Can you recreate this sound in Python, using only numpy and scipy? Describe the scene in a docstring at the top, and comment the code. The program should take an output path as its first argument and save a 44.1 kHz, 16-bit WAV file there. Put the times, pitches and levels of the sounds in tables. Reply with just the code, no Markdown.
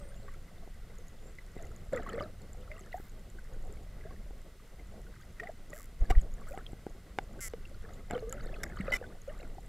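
"""Water sloshes, glugs and fizzes around a waterproof camera housing just under the sea surface.
Wavelets trap air, and each pocket or bubble resonates at a pitch set by its size.
The water sways, knocks and thumps against the housing, which is rubbed now and then.
Dolphins send short buzzes of clicks that ring the housing, and a few faint whistles."""
import sys
import numpy as np
from scipy import signal
from scipy.fft import rfft, irfft, next_fast_len
from scipy.io import wavfile
from scipy.ndimage import uniform_filter1d, map_coordinates

SR = 44100
rng = np.random.default_rng(int(sys.argv[2]) if len(sys.argv) > 2 else 0)


def persist_wave(psi):
    """Save psi, clipped to +-1, as 16-bit WAV."""
    counts = np.round(np.clip(psi, -1, 1) * 32767).astype(np.int16)
    wavfile.write(sys.argv[1], SR, np.atleast_2d(counts).T)


N = 426888

# Spectrum of a click through the housing. Each row: frequency in Hz, relative level in dB.
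CLICK_SPECTRUM = [(710, -54), (1200, -2), (1370, 1), (1690, -4.5), (2060, 12.5), (2470, -10), (3030, -7.5),
                  (3930, -15.5), (5550, 1.5), (6600, 0), (7350, 8.5), (8270, 2), (8830, -7.5), (11300, 4.5),
                  (15800, -77)]


def amp(db):
    """Amplitude ratio: tenfold for every 20 dB."""
    return 10 ** (np.asarray(db) / 20)


def unit(x):
    """Normalisation to rms 1."""
    return x / np.sqrt(np.mean(x ** 2) + 1e-20)


def peaked(x):
    """Normalisation to peak 1."""
    return x / (np.abs(x).max() + 1e-20)


def clock(length):
    """Sample times of a short sound, in seconds."""
    return np.arange(int(length * SR) + 2) / SR


def add(track, start, sound):
    """Superposition: a sound adds to the track from start, in seconds."""
    room = track[max(round(start * SR), 0):][:len(sound)]
    room += sound[:len(room)]


def curves(rows, t):
    """Linear interpolation, at times t, of each column after the time."""
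    times, *columns = np.transpose(rows)
    return [np.interp(t, times, column) for column in columns]


def wobble(rate):
    """Random modulation: a smooth curve through rate random values a second."""
    knots = rng.standard_normal(int(N * rate / SR) + 4)
    return map_coordinates(knots, [np.arange(N) * rate / SR])


def gains(spectrum, size):
    """Magnitude response on an FFT grid, interpolated from (Hz, dB) points."""
    hz, db = np.transpose(spectrum)
    return amp(np.interp(np.log(np.fft.rfftfreq(size, 1 / SR) + 1), np.log(hz + 1), db))


def noise(spectrum):
    """Spectral shaping turns white noise into coloured noise of rms 1."""
    size = next_fast_len(N)
    white = rfft(rng.standard_normal(size))
    return unit(irfft(white * gains(spectrum, size), size)[:N])


def impulse(spectrum, size=2048):
    """Minimum-phase impulse response of a spectrum, by folding its cepstrum; peak 1."""
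    cepstrum = irfft(np.log(np.maximum(gains(spectrum, size), 1e-4)))
    cepstrum[1:size // 2] *= 2
    cepstrum[size // 2 + 1:] = 0
    return peaked(irfft(np.exp(rfft(cepstrum))))


def sine(hz):
    """An oscillator whose phase is the integral of its frequency."""
    return np.sin(2 * np.pi * np.cumsum(hz) / SR)


def ring(hz, t60, glide=0, attack=0.000093):
    """A damped oscillator: it decays 60 dB in t60 seconds as its pitch moves by the fraction glide."""
    t = clock(t60)
    tone = sine(hz * (1 + glide * t / t60))
    return peaked(tone * np.exp(-np.log(1000) * t / t60) * (1 - np.exp(-t / attack)))


def hiss():
    """Steady broadband noise: a part common to both microphones and a fainter part in antiphase."""
    # Each row of both spectra: frequency in Hz, relative level in dB.
    common_spectrum = [(1470, -19), (2500, -1.5), (2890, -1), (6070, -6.5), (7310, -5.5), (8660, -7),
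                       (14100, -11), (15000, -12.5), (15800, -24)]
    antiphase_spectrum = [(150, -19), (600, -7), (2000, -12.5), (4000, 1), (9000, -1), (15000, -8.5)]
    return amp(-68.5) * noise(common_spectrum), amp(-77.5) * noise(antiphase_spectrum)


def lapping(attack_s=0.007, ebb_s=0.049, calm_slosh_db=-59.5, calm_froth_db=-66):
    """Incoherent sources add in power: wavelets rise, hold and ebb over a calm that follows the swell."""
    # The swell that moves the camera. Each row: time in seconds, sway level in dB.
    swell = [(0.0, -49.5), (0.48, -52), (1.48, -55.5), (1.67, -47.5), (2.91, -52), (4.18, -48),
             (4.61, -59.5), (4.96, -50), (5.53, -54), (5.88, -54.5), (6.12, -44.5), (6.9, -53.5),
             (7.44, -51), (7.98, -49), (8.27, -47), (8.95, -46.5), (9.08, -53.5), (9.68, -49)]
    # Wavelets breaking nearby. Each row: start and length in seconds, slosh and froth levels in dB.
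    wavelets = [(0.0, .33, -61, -66.5), (1.547, 0.103, -52.5, -62.5), (1.919, 0.083, -46.5, -52.5),
                (2.069, .14, -47.5, -54), (2.597, 0.4, -62.5, -65), (3.592, 0.15, -59.5, -71),
                (4.014, 0.1, -59, -71.5), (5.132, .1, -74, -65), (5.391, 0.081, -53, -61.5),
                (5.694, 0.11, -62, -64), (6.003, .18, -57.5, -64.5), (6.369, 0.23, -61, -64),
                (7.173, 0.25, -59.5, -68.5), (7.817, .15, -57.5, -64.5), (8.095, .05, -42, -54),
                (8.299, 0.42, -52, -61), (8.755, 0.19, -54, -53.5), (8.996, 0.11, -51, -63),
                (9.258, .22, -57.5, -63.5)]
    t = np.arange(N) / SR
    sway_db, = curves(swell, t)
    heave_db = sway_db - sway_db.mean()
    slosh = amp(calm_slosh_db + 0.41 * heave_db)
    froth = amp(calm_froth_db + 0.18 * heave_db)
    for start, length, slosh_db, froth_db in wavelets:
        rise = np.clip((t - start) / attack_s, 0, 1)
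        ebb = np.exp(-np.clip(t - start - length, 0, 1) / ebb_s)
        slosh = np.hypot(slosh, amp(slosh_db) * rise * ebb)
        froth = np.hypot(froth, amp(froth_db) * rise * ebb)
    slosh_db, froth_db = 20 * np.log10([slosh, froth])
    lively = np.clip(0.2 + (froth_db - calm_froth_db) / 8.5, 0.1, 1)  # at 1, bubbles come thickest
    return sway_db, slosh_db, froth_db, lively


def bubble_cloud(level_db, rate, hz, spread, cycles, scatter_db):
    """A random point process of resonating bubbles, on average rate a second; rate may be a curve."""
    out, rate = np.zeros(N), rate * np.ones(N)
    top_rate = rate.max()
    for when, size, pitch, glide, chance in rng.random((int(top_rate * N / SR), 5)):
        at = int(when * N)
        if chance * top_rate < rate[at]:
            bubble_hz = hz * np.exp(spread * (2 * pitch - 1))
            gain = amp(level_db[at] + scatter_db * min(-np.log(1 - size), 3))
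            tone = ring(bubble_hz, cycles / bubble_hz, glide=0.5 * (glide - 0.6), attack=0.00082)
            add(out, at / SR, gain * tone)
    return out


def water(sway_db, slosh_db, froth_db, lively):
    """Pressure fluctuations in three noise bands; in lively water, froth gives way to distinct bubbles."""
    # Each row of the three spectra: frequency in Hz, relative level in dB.
    sway_spectrum = [(8.8, -30), (15, 5.5), (36, -2.5), (144, -20), (200, -22.5), (260, -38), (440, -120)]
    slosh_spectrum = [(65, -15.5), (110, -5), (206, -1.5), (264, -7), (524, -7), (713, -11.5), (899, -18),
                      (1040, -33), (1100, -16), (1430, -48), (2420, -120)]
    froth_spectrum = [(530, -43), (900, -6), (1130, -3.5), (1240, -1.5), (1510, -1), (1740, -6),
                      (2010, 1.5), (2420, -13), (2760, -18.5), (5000, -18.5), (6500, -26), (11000, -120)]
    sway = amp(sway_db + 6.5) * noise(sway_spectrum)
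    slosh = amp(slosh_db - 1.5 + 3.2 * wobble(30)) * noise(slosh_spectrum)
    froth = amp(froth_db - 7.2 * lively + 1.4 * wobble(40)) * noise(froth_spectrum)
    bumps = bubble_cloud(slosh_db, rate=18, hz=150, spread=0.64, cycles=7.1, scatter_db=3.5)
    gurgle = bubble_cloud(slosh_db - 1.5, 8 + 70 * lively, hz=524, spread=0.4, cycles=21.6, scatter_db=4)
    trickle = bubble_cloud(froth_db + 0.2, 240 * lively ** 2,
                           hz=1603, spread=0.322, cycles=42, scatter_db=4.5)
    fizz = bubble_cloud(froth_db - 11.5, 150 * lively ** 2, hz=3480, spread=0.32, cycles=47, scatter_db=7)
    return sway + slosh + froth + bumps + gurgle + trickle + fizz


def glugs(fade_db=26, flutter_db=3.5, second_mode_db=-22, attack_s=0.0016, waver=0.016):
    """Minnaert resonance: large air pockets ring low, gliding up near the surface, down as they sink."""
    # Each row: start in seconds, level in dB, first and last pitch in Hz, life in seconds.
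    pockets = [(0.0, -55, 569, 506, 0.63), (1.60, -39, 646, 690, .025), (1.931, -28, 542, 537, 0.07),
               (1.95, -26, 515, 403, 0.07), (2.137, -29, 456, 495, 0.072), (2.179, -34.5, 554, 566, 0.03),
               (2.206, -32.5, 533, 716, .068), (2.57, -53, 495, 565, 0.24), (2.70, -48.5, 588, 780, 0.15),
               (2.942, -31, 683, 840, .048), (3.692, -42.5, 393, 473, 0.054), (4.05, -47, 590, 832, 0.078),
               (4.938, -46.5, 620, 690, .025), (5.426, -42, 654, 888, 0.093),
               (5.4915, -22.5, 566, 700, 0.011), (5.73, -43.5, 558, 732, 0.061),
               (6.103, -17.5, 754, 720, 0.017), (6.507, -37.5, 560, 640, 0.047),
               (6.538, -40, 720, 845, 0.036), (7.536, -25.5, 455, 490, 0.014),
               (8.116, -31.5, 754, 604, 0.041), (8.15, -28.5, 496, 496, .079),
               (8.225, -33, 451, 440, 0.067), (8.27, -42, 461, 690, 0.21), (8.80, -27, 181, 210, 0.04),
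               (8.8805, -28, 528, 540, 0.03), (8.909, -29.5, 596, 554, 0.031),
               (9.013, -28, 480, 493, 0.016), (9.276, -35, 506, 733, 0.056), (9.582, -36, 752, 784, 0.016)]
    out, flutter, drift = np.zeros(N), wobble(150), wobble(90)
    for start, db, first_hz, last_hz, life in pockets:
        t = clock(life)
        at = np.arange(len(t)) + int(start * SR)
        hz = np.interp(t, [0, life], [first_hz, last_hz]) * (1 + waver * drift[at])
        gate = (1 - np.exp(-(t / attack_s) ** 2)) * np.minimum(10 * (1 - t / t[-1]), 1)
        tone = sine(hz) + amp(second_mode_db) * sine(2.6 * hz)  # a lopsided pocket has a second mode
        add(out, start, amp(db - fade_db * t / life + flutter_db * flutter[at]) * gate * tone)
    return out


def bubbles(cycles=48, ragged=0.31, sag=0.075):
    """Pinch-off excites a ragged, sagging plink; at constant Q, higher bubbles die sooner."""
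    # The nearest small bubbles. Each row: start in seconds, level in dB, pitch in Hz.
    plinks = [(.281, -46.5, 1152), (1.385, -41.5, 2056), (1.973, -34.5, 1970), (2.063, -38, 1126),
              (2.088, -37, 1324), (2.199, -47, 3080), (2.207, -33.5, 1216), (2.715, -39.5, 2120),
              (2.928, -39.5, 2000), (3.386, -45.5, 1546), (4.01, -52, 2020), (4.106, -49.5, 1125),
              (4.795, -51.5, 2110), (5.066, -53, 1480), (5.398, -31.5, 1905), (5.433, -40, 1920),
              (5.471, -38.5, 2020), (5.73, -40, 1950), (6.121, -37, 1190), (6.151, -40, 1940),
              (6.664, -39.5, 3300), (7.391, -48, 1550), (7.653, -46.5, 2770), (8.142, -42, 1440),
              (8.149, -44, 3140), (8.327, -38.5, 1340), (8.541, -43.5, 2600), (8.868, -44, 2050),
              (9.039, -43, 1530)]
    out = np.zeros(N)
    for start, db, hz in plinks:
        plink = ring(hz, cycles / hz, glide=-sag, attack=0.0022)
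        flutter = unit(uniform_filter1d(rng.standard_normal(len(plink)), size=40))
        add(out, start, amp(db + 2) * peaked(plink * (1 + ragged * flutter)))
    return out


def housing_ring():
    """Modal superposition: the impulse response of the wall, a little different for each blow."""
    # Each row: frequency in Hz, relative level in dB, time to decay 60 dB in seconds.
    modes = [(402, 8.5, 0.013), (763, 6.5, 0.021), (1210, -50, 0.042), (1513, 5.5, 0.011), (2114, 7, 0.01),
             (2890, 0, 0.014), (3480, -5, 0.018), (4760, -3.5, 0.0092)]
    out = np.zeros(len(clock(0.03)))
    for hz, db, t60 in modes:
        vary_db, detune = rng.normal(0, 2), rng.normal(1, 0.018)
        add(out, 0, amp(db + vary_db) * ring(hz * detune, t60))
    return peaked(out)


def knocks(snap_db=-24, snap_contact_s=0.00022):
    """Impact excitation: a slap's pressure spike rings the wall; the longer the contact, the duller."""
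    # Each row: start in seconds, level in dB, contact time in seconds.
    slaps = [(.676, -38.5, 0.00063), (1.566, -33, 0.00097), (2.2069, -29, 0.001), (3.0, -35.5, 0.00076),
             (4.308, -37.5, 0.0007), (6.1054, -18.5, .00047), (6.576, -28, 0.00028), (6.732, -29.5, 0.0016),
             (6.8666, -25, 0.00067), (7.187, -14.5, 0.00017), (7.536, -35.5, 0.0001),
             (8.1097, -22, 0.00023), (8.135, -24, 0.00087), (8.179, -32.5, .00018), (8.326, -32.5, 0.00008)]
    out, t = np.zeros(N), clock(0.04)
    for start, db, contact in slaps:
        spike = (t / contact * np.exp(1 - t / contact)) ** 2
        pressure_change = np.diff(spike)
        wall = peaked(signal.fftconvolve(pressure_change, housing_ring())[:len(t)])
        add(out, start, -amp(db) * peaked(spike + 0.8 * wall))
        snap_loss_db = np.log2(contact / snap_contact_s)  # 1 dB per doubling of the contact time
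        add(out, start, amp(db + snap_db - snap_loss_db) * impulse(CLICK_SPECTRUM))
    return out


def ticks(lively, max_rate=30, faint_db=-60, scatter_db=4, lower_hz=7320, upper_hz=11300):
    """Tiny snaps excite two high modes of the housing; faint ones come more often in lively water."""
    # Each row: start in seconds, level in dB.
    sharp_snaps = [(.985, -48.5), (1.932, -44), (1.962, -41), (2.093, -44), (2.532, -46), (2.7942, -47),
                   (5.704, -46.5), (6.2157, -44.5), (6.4878, -46), (7.9356, -50), (8.11, -37.5),
                   (8.2953, -39), (8.326, -29.5)]
    out, faint_snaps = np.zeros(N), []
    for when, size, chance in rng.random((int(max_rate * N / SR), 3)):
        if chance < lively[int(when * N)]:
            faint_snaps.append((when * N / SR, faint_db + scatter_db * min(-np.log(1 - size), 3)))
    for start, db in sharp_snaps + faint_snaps:
        lower = ring(lower_hz * rng.normal(1, 0.06), t60=0.0069, glide=-0.05, attack=0.0005)
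        upper = ring(upper_hz, t60=0.0024, attack=0.00021)
        add(out, start, amp(db) * lower)
        add(out, start, amp(db - 7 + rng.normal(0, 0.66)) * upper)
    return out


def thumps():
    """A bipolar pulse: each jolt of the housing is one slow swing of pressure."""
    # Each row: centre in seconds, peak level in dB, frequency in Hz, direction (1 pulled, -1 pushed).
    jolts = [(6.023, -18, 37.6, 1), (6.111, -17.5, 38.8, -1), (6.178, -11.5, 36, 1)]
    out, t = np.zeros(N), np.arange(N) / SR
    for centre, db, hz, direction in jolts:
        phase = 2 * np.pi * hz * (t - centre)
        out += direction * amp(db) * peaked(phase * np.exp(-np.hypot(phase, 1)))
    return out


def rubs(jitter=0.082, squeak_hz=2030, upper_mode_db=-15):
    """Stick-slip friction: quick uneven slips rasp on the housing, shake its wall and make it squeak."""
    # Each row: start and length in seconds, slips a second, then rasp, wall and squeak levels in dB.
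    strokes = [(6.1, .014, 820, -41, -36, -60), (6.182, .005, 1200, -57, -59, -62),
               (8.6338, 0.0063, 360, -33.5, -46, -57), (8.92, 0.012, 1060, -43, -40, -29.5),
               (8.935, 0.0099, 1400, -39, -46, -26.5), (8.944, 0.026, 1170, -43, -47, -41)]
    # Spectrum of one slip. Each row: frequency in Hz, relative level in dB.
    rasp_spectrum = [(350, -25), (600, -6.5), (917, -29), (1380, -2), (2110, 3), (2670, -31), (3650, -10),
                     (4080, -32.5), (5360, -5), (6580, -16), (7240, -8.5), (8890, -22), (11100, -16.5),
                     (13600, -21), (15800, -37)]
    out = np.zeros(N)
    for start, length, rate, rasp_db, wall_db, squeak_db in strokes:
        t = clock(length)
        slips = np.zeros(len(t))
        for k in range(int(length * rate) + 1):
            add(slips, (k + rng.normal(0, jitter)) / rate, amp(rng.normal(0, 1.2, size=1)))
        for db, response in (rasp_db, impulse(rasp_spectrum)), (wall_db, housing_ring()):
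            sound = signal.fftconvolve(slips, response)
            add(out, start, amp(db) * sound / (sound[:len(t)].std() + 1e-12))
        envelope = np.sqrt(np.abs(np.sin(np.pi * t / t[-1])))
        phase = 2 * np.pi * squeak_hz * t
        squeak = np.sin(phase) + amp(upper_mode_db) * np.sin(1.47 * phase)
        add(out, start, amp(squeak_db) * unit(envelope * squeak))
    return out


def whistles():
    """Frequency-modulated tones of far dolphins, flickering as the waves reflect them."""
    # One contour a whistle. Each row: time in seconds, pitch in Hz, level in dB.
    contours = [
        [(0, 8600, -69), (.02, 8200, -67), (.07, 8900, -69), (.105, 9000, -67), (.12, 9500, -76)],
        [(.14, 6630, -72), (.23, 7840, -74), (.28, 7600, -72), (.35, 7350, -82)],
        [(1.0, 6250, -73), (1.08, 6480, -75), (1.14, 6950, -81), (1.21, 6850, -74), (1.26, 7340, -69),
         (1.3, 7500, -68), (1.33, 8050, -78)],
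    ]
    out, t = np.zeros(N), np.arange(N) / SR
    quiver = 1 + 0.0052 * wobble(160)
    flicker = amp(2.1 * wobble(58.2))
    for contour in contours:
        hz, db = curves(contour, t)
        sounding = (t > contour[0][0]) & (t < contour[-1][0])
        gate = uniform_filter1d(sounding.astype(float), size=300)
        out += gate * amp(db) * flicker * sine(hz * quiver)
    return out


def stray_clicks(rate=7, level_db=-56, scatter_db=8):
    """Echolocation: single faint clicks arrive at random from the rest of the pod."""
    out, click = np.zeros(N), impulse(CLICK_SPECTRUM)
    for when, size in rng.random((int(rate * N / SR), 2)):
        add(out, when * N / SR, amp(level_db + scatter_db * size ** 2) * click)
    return out


def buzzes(arch_db=4):
    """Directivity: a slowing train of clicks swells and fades as a dolphin's beam sweeps past."""
    # Each row: start and length in seconds, first and last clicks a second, body and edge levels in dB.
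    trains = [(2.927, 0.17, 130, 50, -65, -61), (5.7385, 0.12, 134, 61, -50, -55),
              (6.4704, 0.082, 140, 67, -58, -61), (7.4068, 0.079, 235, 213, -36.5, -48)]
    out = np.zeros(N)
    body, edge = impulse(CLICK_SPECTRUM), ring(hz=13500, t60=0.0014)
    for start, length, first_rate, last_rate, body_db, edge_db in trains:
        t = 0
        while t < length:
            beam = amp(arch_db * (np.sin(np.pi * t / length) + 1.5) + rng.normal(0, 0.98))
            add(out, start + t, beam * amp(body_db) * body)
            add(out, start + t, beam * amp(edge_db) * edge)
            t += 1 / np.interp(t, [0, length], [first_rate, last_rate])
    return out


def scene():
    """Superposition: the housing carries one sound to both microphones; they differ only by a faint noise in
    antiphase."""
    sway_db, slosh_db, froth_db, lively = lapping()
    sea = water(sway_db, slosh_db, froth_db, lively) + glugs() + bubbles()
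    contacts = knocks() + ticks(lively) + thumps() + rubs()
    dolphins = buzzes() + stray_clicks() + whistles()
    common_hiss, antiphase_hiss = hiss()
    shared = sea + contacts + dolphins + common_hiss
    return np.array([shared + antiphase_hiss, shared - antiphase_hiss])


def record(dry, top_hz=15800):
    """An ideal low-pass filter: the camera keeps nothing above its band limit."""
    size = next_fast_len(N + SR // 2)
    passband = np.fft.rfftfreq(size, 1 / SR) < top_hz
    return irfft(rfft(dry, size) * passband, size)[:, :N]


dry = scene()
out = record(dry)
persist_wave(out)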